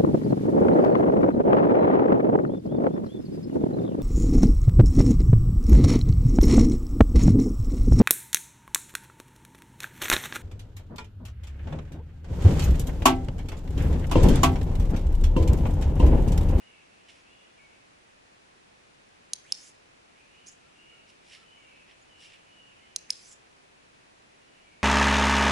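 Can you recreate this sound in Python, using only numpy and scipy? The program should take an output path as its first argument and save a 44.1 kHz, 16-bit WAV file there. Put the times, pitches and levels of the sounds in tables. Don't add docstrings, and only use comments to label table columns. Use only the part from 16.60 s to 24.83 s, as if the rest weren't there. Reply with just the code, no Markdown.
import sys
import numpy as np
from scipy import signal
from scipy.fft import rfft, irfft, next_fast_len
from scipy.io import wavfile

SR = 44100
rng = np.random.default_rng(int(sys.argv[2]) if len(sys.argv) > 2 else 0)


def pcm_store(signal):
    levels = np.round(np.clip(np.atleast_2d(signal), -1, 1) * 32767)
    wavfile.write(sys.argv[1], SR, levels.astype(np.int16).T)


N = 362943
TIME = np.arange(N) / SR

# f/Hz, spectral level/dB
HUSH_IN_PHASE = [(12, -41), (20, -3.5), (194, -0.5), (246, -1.5), (365, -2), (451, -3.5), (514, -3.5),
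                 (587, -4.5), (688, -5), (1230, -8.5), (1830, -6), (1980, -6.5), (4850, -14), (5990, -15),
                 (11000, -23.5), (14300, -78), (22000, -120)]
HUSH_ANTIPHASE = [(12, -56), (20, -19), (61, -18.5), (153, -8.5), (337, -3), (451, -4.5), (501, -1),
                  (587, -4.5), (670, -2.5), (1640, -7.5), (2260, -11), (2510, -5.5), (2940, -13),
                  (7020, -21), (11000, -26.5), (14300, -60), (22000, -120)]
# start/s, end/s
CHORUS_BOUTS = [(-.5, 1.2), (3.55, 6.6), (7.9, 8.6)]
# t/s, top f/Hz, level/dB
BIRD_ARCHES = [(4.02, 1390, -69.5), (4.295, 1410, -73), (4.75, 1358, -69), (4.94, 2300, -65)]
# t/s, starting f/Hz, level/dB
BIRD_CHIPS = [(.60, 6600, -74), (5.415, 6970, -67)]
# t/s, length/s, held f/Hz, starting offset from it/Hz, level/dB
SONG_SYLLABLES = [(-.14, 0.36, 2900, 0, -60.5), (0.017, .2, 2266, -300, -65), (.64, 0.23, 2894, -400, -61),
                  (0.677, 0.16, 3390, 0, -66.5), (0.969, .13, 2183, 201, -58.5),
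                  (3.53, 0.15, 2660, -800, -67), (3.66, 0.21, 2957, -400, -62),
                  (4.135, .32, 2870, -85, -58), (4.242, .16, 2210, 100, -63.5),
                  (4.78, 0.37, 2948, -1, -60.5), (5.029, .18, 2290, -1, -59.5), (5.08, .17, 2556, 150, -61),
                  (5.457, 0.27, 2825, 298, -58), (5.859, 0.31, 2850, 198.5, -60.5),
                  (6.161, 0.16, 2990, -4, -65), (6.185, .08, 2270, -380, -63), (7.801, 0.26, 2880, -2, -68),
                  (8.02, .16, 2220, 202, -63)]
# f/Hz, spectral level/dB
CLOTH_SPECTRUM = [(900, -29), (1400, -20), (1800, -3), (2900, 2.5), (4000, -4.5), (4600, -6.5),
                  (5400, -1.5), (6400, -12.5), (7500, -10), (9000, -16), (11000, -15)]
# t/s, half-width/s, level/dB, treble over bass/dB
JACKET_RUSTLES = [(0.499, 0.023, -56, -2), (0.572, 0.045, -63, 0), (4.496, 0.015, -64.5, 15),
                  (4.688, 0.048, -63.5, 8.5), (4.74, 0.039, -51, -2), (4.822, .025, -62, -2),
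                  (5.166, 0.011, -63, -10), (5.306, 0.027, -63.5, -15), (5.64, 0.043, -54.5, 4),
                  (5.73, 0.044, -59.5, -6)]
# t/s, speeding up/s, slowing/s, thread-crossing f/Hz at first,
# thread-crossing f/Hz at top speed, level/dB at top speed, hiss/dB
SLEEVE_STROKES = [(2.836, .225, 0.05, 1550, 7300, -58, 4.5), (3.858, 0.026, .022, 5700, 6770, -48.5, -5),
                  (3.906, .014, 0.023, 7000, 7680, -60, -3), (6.488, .014, 0.015, 2000, 2296, -50.5, -5),
                  (6.505, 0.16, 0.029, 3500, 6170, -59, 2), (6.672, 0.0175, 0.025, 7300, 8040, -55.5, -3.5),
                  (6.704, .026, 0.017, 7000, 7300, -51.5, -2.5)]
# delay/ms, level/dB
YARD_ECHOES = [(10.5, -33), (22.0, -22.5), (27.3, -23.5), (39.7, -37), (46.0, -33), (52.5, -30),
               (63.6, -32)]
# f/Hz, level/dB, T60/s
BENT_MODES = [(3320, -40, .012), (4140, -32.5, 0.016), (4800, -31, .012), (5320, -26, .011),
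              (6280, -25.5, 0.0061), (6456, -15.5, 0.014), (7110, -21, 0.033), (8130, -23.5, 0.014),
              (9460, -14, 0.0017), (10820, -30, 0.0094)]
RELAXED_MODES = [(2664, -39.5, 0.017), (4200, -56, .008), (4680, -36, 0.016), (5300, -10, 0.0081),
                 (6200, -26, 0.014), (7590, -25, 0.0066), (9900, -28, 0.013), (10730, -25.5, 0.02)]
# t/s, level/dB, delay to its stop/ms, amplitude ratio of that impact
DOWN_SNAPS = [(2.734, -2.5, 0.2, 0.49), (6.3616, -3, 0.2, 0.54)]
UP_SNAPS = [(2.9222, 0.93, 0.405, 0.31), (6.5042, 1.3, 0.416, 0.15)]


def from_db(db):
    return 10 ** (np.asarray(db) / 20)


def unit_rms(x):
    return x / np.sqrt(np.mean(x ** 2) + 1e-20)


def cut(x, hz, kind, order=2):
    return signal.sosfilt(signal.butter(order, hz, kind, fs=SR, output="sos"), x + 1e-18)


def noise(spectrum):
    size = next_fast_len(N)
    hz, db = np.transpose(spectrum)
    bins = np.maximum(np.fft.rfftfreq(size, 1 / SR), 1)
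    gain = from_db(np.interp(np.log(bins), np.log(hz), db))
    return unit_rms(irfft(rfft(rng.standard_normal(size)) * gain, size)[:N])


def drift(rate_hz, size):
    return unit_rms(cut(rng.standard_normal(size + SR // 4), rate_hz, "low")[-size:])


def add(out, s, x):
    start = max(round(s * SR), 0)
    out[..., start:start + x.shape[-1]] += x[..., :N - start]


def delayed(x, ms):
    hz = np.fft.rfftfreq(len(x), 1 / SR)
    return irfft(rfft(x) * np.exp(-2j * np.pi * hz * ms / 1000), len(x))


def placed(x, right_db):
    return x * from_db([[-right_db / 2], [right_db / 2]])


def scatter(x, t60, build_s):
    t = np.arange(SR) / SR
    tail = rng.standard_normal((2, SR)) * from_db(-60 * t / t60) * (1 - np.exp(-t / build_s))
    tail /= np.sqrt(np.sum(tail[0] ** 2))
    return signal.fftconvolve(x[None], tail, axes=1)[:, :N]


def hush():
    in_phase = from_db(-62.15) * noise(HUSH_IN_PHASE)
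    antiphase = from_db(-59.5) * noise(HUSH_ANTIPHASE)
    return np.array([in_phase + antiphase, in_phase - antiphase])


def chorus(lull_db=-76, bout_rise_db=7, fade_s=.25):
    chatter = noise([(1700, -38), (2200, -4.5), (2550, 1), (2900, -2.5), (3150, -9), (4000, -27)])
    singing = sum(np.clip(.5 + np.minimum(TIME - start, end - TIME) / fade_s, 0, 1)
                  for start, end in CHORUS_BOUTS)
    return from_db(lull_db + bout_rise_db * singing + 2.5 * drift(12, N)) * chatter


def whistle(s, length, pitch, db, waver, flutter_db, third_db):
    out, now = np.zeros(N), (TIME >= s) & (TIME < s + length)
    t = TIME[now] - s
    hz = pitch(t) * (1 + waver * drift(87, len(t)))
    phase = 2 * np.pi * np.cumsum(hz) / SR
    swell = np.sqrt(np.abs(np.sin(np.pi * t / length)))
    gain = from_db(db + flutter_db * drift(36, len(t)))
    out[now] = swell * gain * (np.sin(phase) + from_db(third_db) * np.sin(3 * phase))
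    return out


def bird_calls(arch_s=.115, arch_depth=.16, chip_s=.026, fall_hz_per_s=6000):
    out = np.zeros(N)
    for s, hz, db in BIRD_ARCHES:
        pitch = lambda t: hz * (1 - arch_depth * (2 * t / arch_s - 1) ** 2)
        out += whistle(s, arch_s, pitch, db, waver=.01, flutter_db=3, third_db=-15)
    for s, hz, db in BIRD_CHIPS:
        pitch = lambda t: hz - fall_hz_per_s * t
        out += whistle(s, chip_s, pitch, db, waver=.01, flutter_db=5, third_db=-70)
    return out


def songbird(slide_s=.055, hold_s=.2, sag_hz_per_s=2200):
    out = np.zeros(N)
    for s, length, hz, offset_hz, db in SONG_SYLLABLES:
        pitch = lambda t: hz + offset_hz * np.exp(-t / slide_s) - sag_hz_per_s * np.maximum(t - hold_s, 0)
        out += whistle(s, length, pitch, db, waver=.022, flutter_db=3, third_db=-50)
    return out


def birds():
    song, calls, chatter = songbird(), bird_calls(), chorus()
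    direct = from_db(-2) * song + from_db(2.5) * calls + chatter
    return direct + from_db(-1.5) * scatter(song + .4 * calls + .6 * chatter, t60=.67, build_s=.018)


def rustles(grain_db=2, split_hz=3660):
    cloth = unit_rms(noise(CLOTH_SPECTRUM) * from_db(grain_db * drift(130, N)))
    low, high = cut(cloth, split_hz, "low", order=3), cut(cloth, split_hz, "high", order=3)
    out = np.zeros(N)
    for s, half_width, db, bright_db in JACKET_RUSTLES:
        now = np.abs(TIME - s) < 4 * half_width
        swell = from_db(db) * np.exp(-((TIME[now] - s) / half_width) ** 2)
        out[now] += swell * (from_db(-bright_db / 2) * low[now] + from_db(bright_db / 2) * high[now])
    return out


def swishes(roughness=.05, slowing_loss=.14, db_per_octave=2, attack_s=.011, release_s=.019):
    out = np.zeros(N)
    hiss = noise([(1200, -13), (2500, -3), (3800, -6.5), (5200, -3),
                  (7000, 2.5), (9000, -4), (10500, -2.5)])
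    for s, rise_s, slow_s, first_hz, top_hz, db, hiss_db in SLEEVE_STROKES:
        length = rise_s + slow_s
        now = (TIME >= s) & (TIME < s + length)
        t = TIME[now] - s
        speed = np.interp(t, [0, rise_s, length], [first_hz / top_hz, 1, 1 - slowing_loss])
        contact = np.minimum(t / attack_s, 1) * np.minimum((length - t) / release_s, 1)
        crossing_hz = top_hz * speed * (1 + roughness * drift(250, len(t)))
        phase = 2 * np.pi * np.cumsum(crossing_hz) / SR
        grips = [1 + .7 * drift(300, len(t)) for fold in range(2)]
        zip_tone = unit_rms(np.sin(phase) * grips[0] + .55 * np.sin(.8 * phase) * grips[1])
        gain = contact * from_db(db - 1 + db_per_octave * np.log2(speed))
        out[now] += gain * (zip_tone + speed * from_db(hiss_db + 1.5) * hiss[now])
    return out


def jacket():
    direct = swishes() + rustles()
    return placed(direct, right_db=2.5) + from_db(-7.5) * scatter(direct, t60=.22, build_s=.0064)


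def cracks(gain_db, low_hz, high_hz):
    out = np.zeros(N)
    for s, db, _, _ in DOWN_SNAPS + UP_SNAPS:
        add(out, s, from_db(db + gain_db) * rng.standard_normal(SR // 500))
    return cut(cut(out, low_hz, "high"), high_hz, "low")


def yard_echoes(x):
    echoes = np.zeros((2, N))
    for ms, db in YARD_ECHOES:
        for ear in echoes:
            delay_s = (ms + rng.uniform(-.2, .2)) / 1000
            add(ear, delay_s, from_db(db + rng.normal(0, 1)) * x)
    return echoes


def snaps(events, modes, gain_db, case_hz, lawn_ms, lawn_share):
    out, t = np.zeros(N), np.arange(SR // 10) / SR
    ring = sum(from_db(db - 60 * t / t60) * np.sin(2 * np.pi * hz * t) for hz, db, t60 in modes)
    for s, db, stop_ms, stop_share in events:
        snap = ring + stop_share * delayed(ring, stop_ms)
        mirrored = cut(delayed(snap, lawn_ms), 12000, "low", order=1)
        add(out, s, from_db(db + gain_db) * (snap + lawn_share * mirrored))
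    return cut(out, case_hz, "high", order=5)


def clicker():
    down = snaps(DOWN_SNAPS, BENT_MODES, gain_db=-1.1, case_hz=2480, lawn_ms=1.747, lawn_share=.69)
    up = snaps(UP_SNAPS, RELAXED_MODES, gain_db=-1.94, case_hz=2950, lawn_ms=1.728, lawn_share=.57)
    clicks = down + up
    into_yard = from_db(-3.5) * cut(clicks, 7400, "low") + cracks(gain_db=-18, low_hz=2960, high_hz=6300)
    echoes = yard_echoes(into_yard)
    tail = from_db(-16) * scatter(into_yard, t60=.53, build_s=.0056)
    direct = np.array([cut(clicks, 12000, "low", order=1), clicks])
    return placed(direct, right_db=2.6) + placed(echoes, right_db=1) + tail


def scene():
    return clicker() + jacket() + birds() + hush()


def record(dry):
    return signal.sosfilt(signal.ellip(10, .3, 70, 11080, fs=SR, output="sos"), dry)


dry = scene()
out = record(dry)
pcm_store(out)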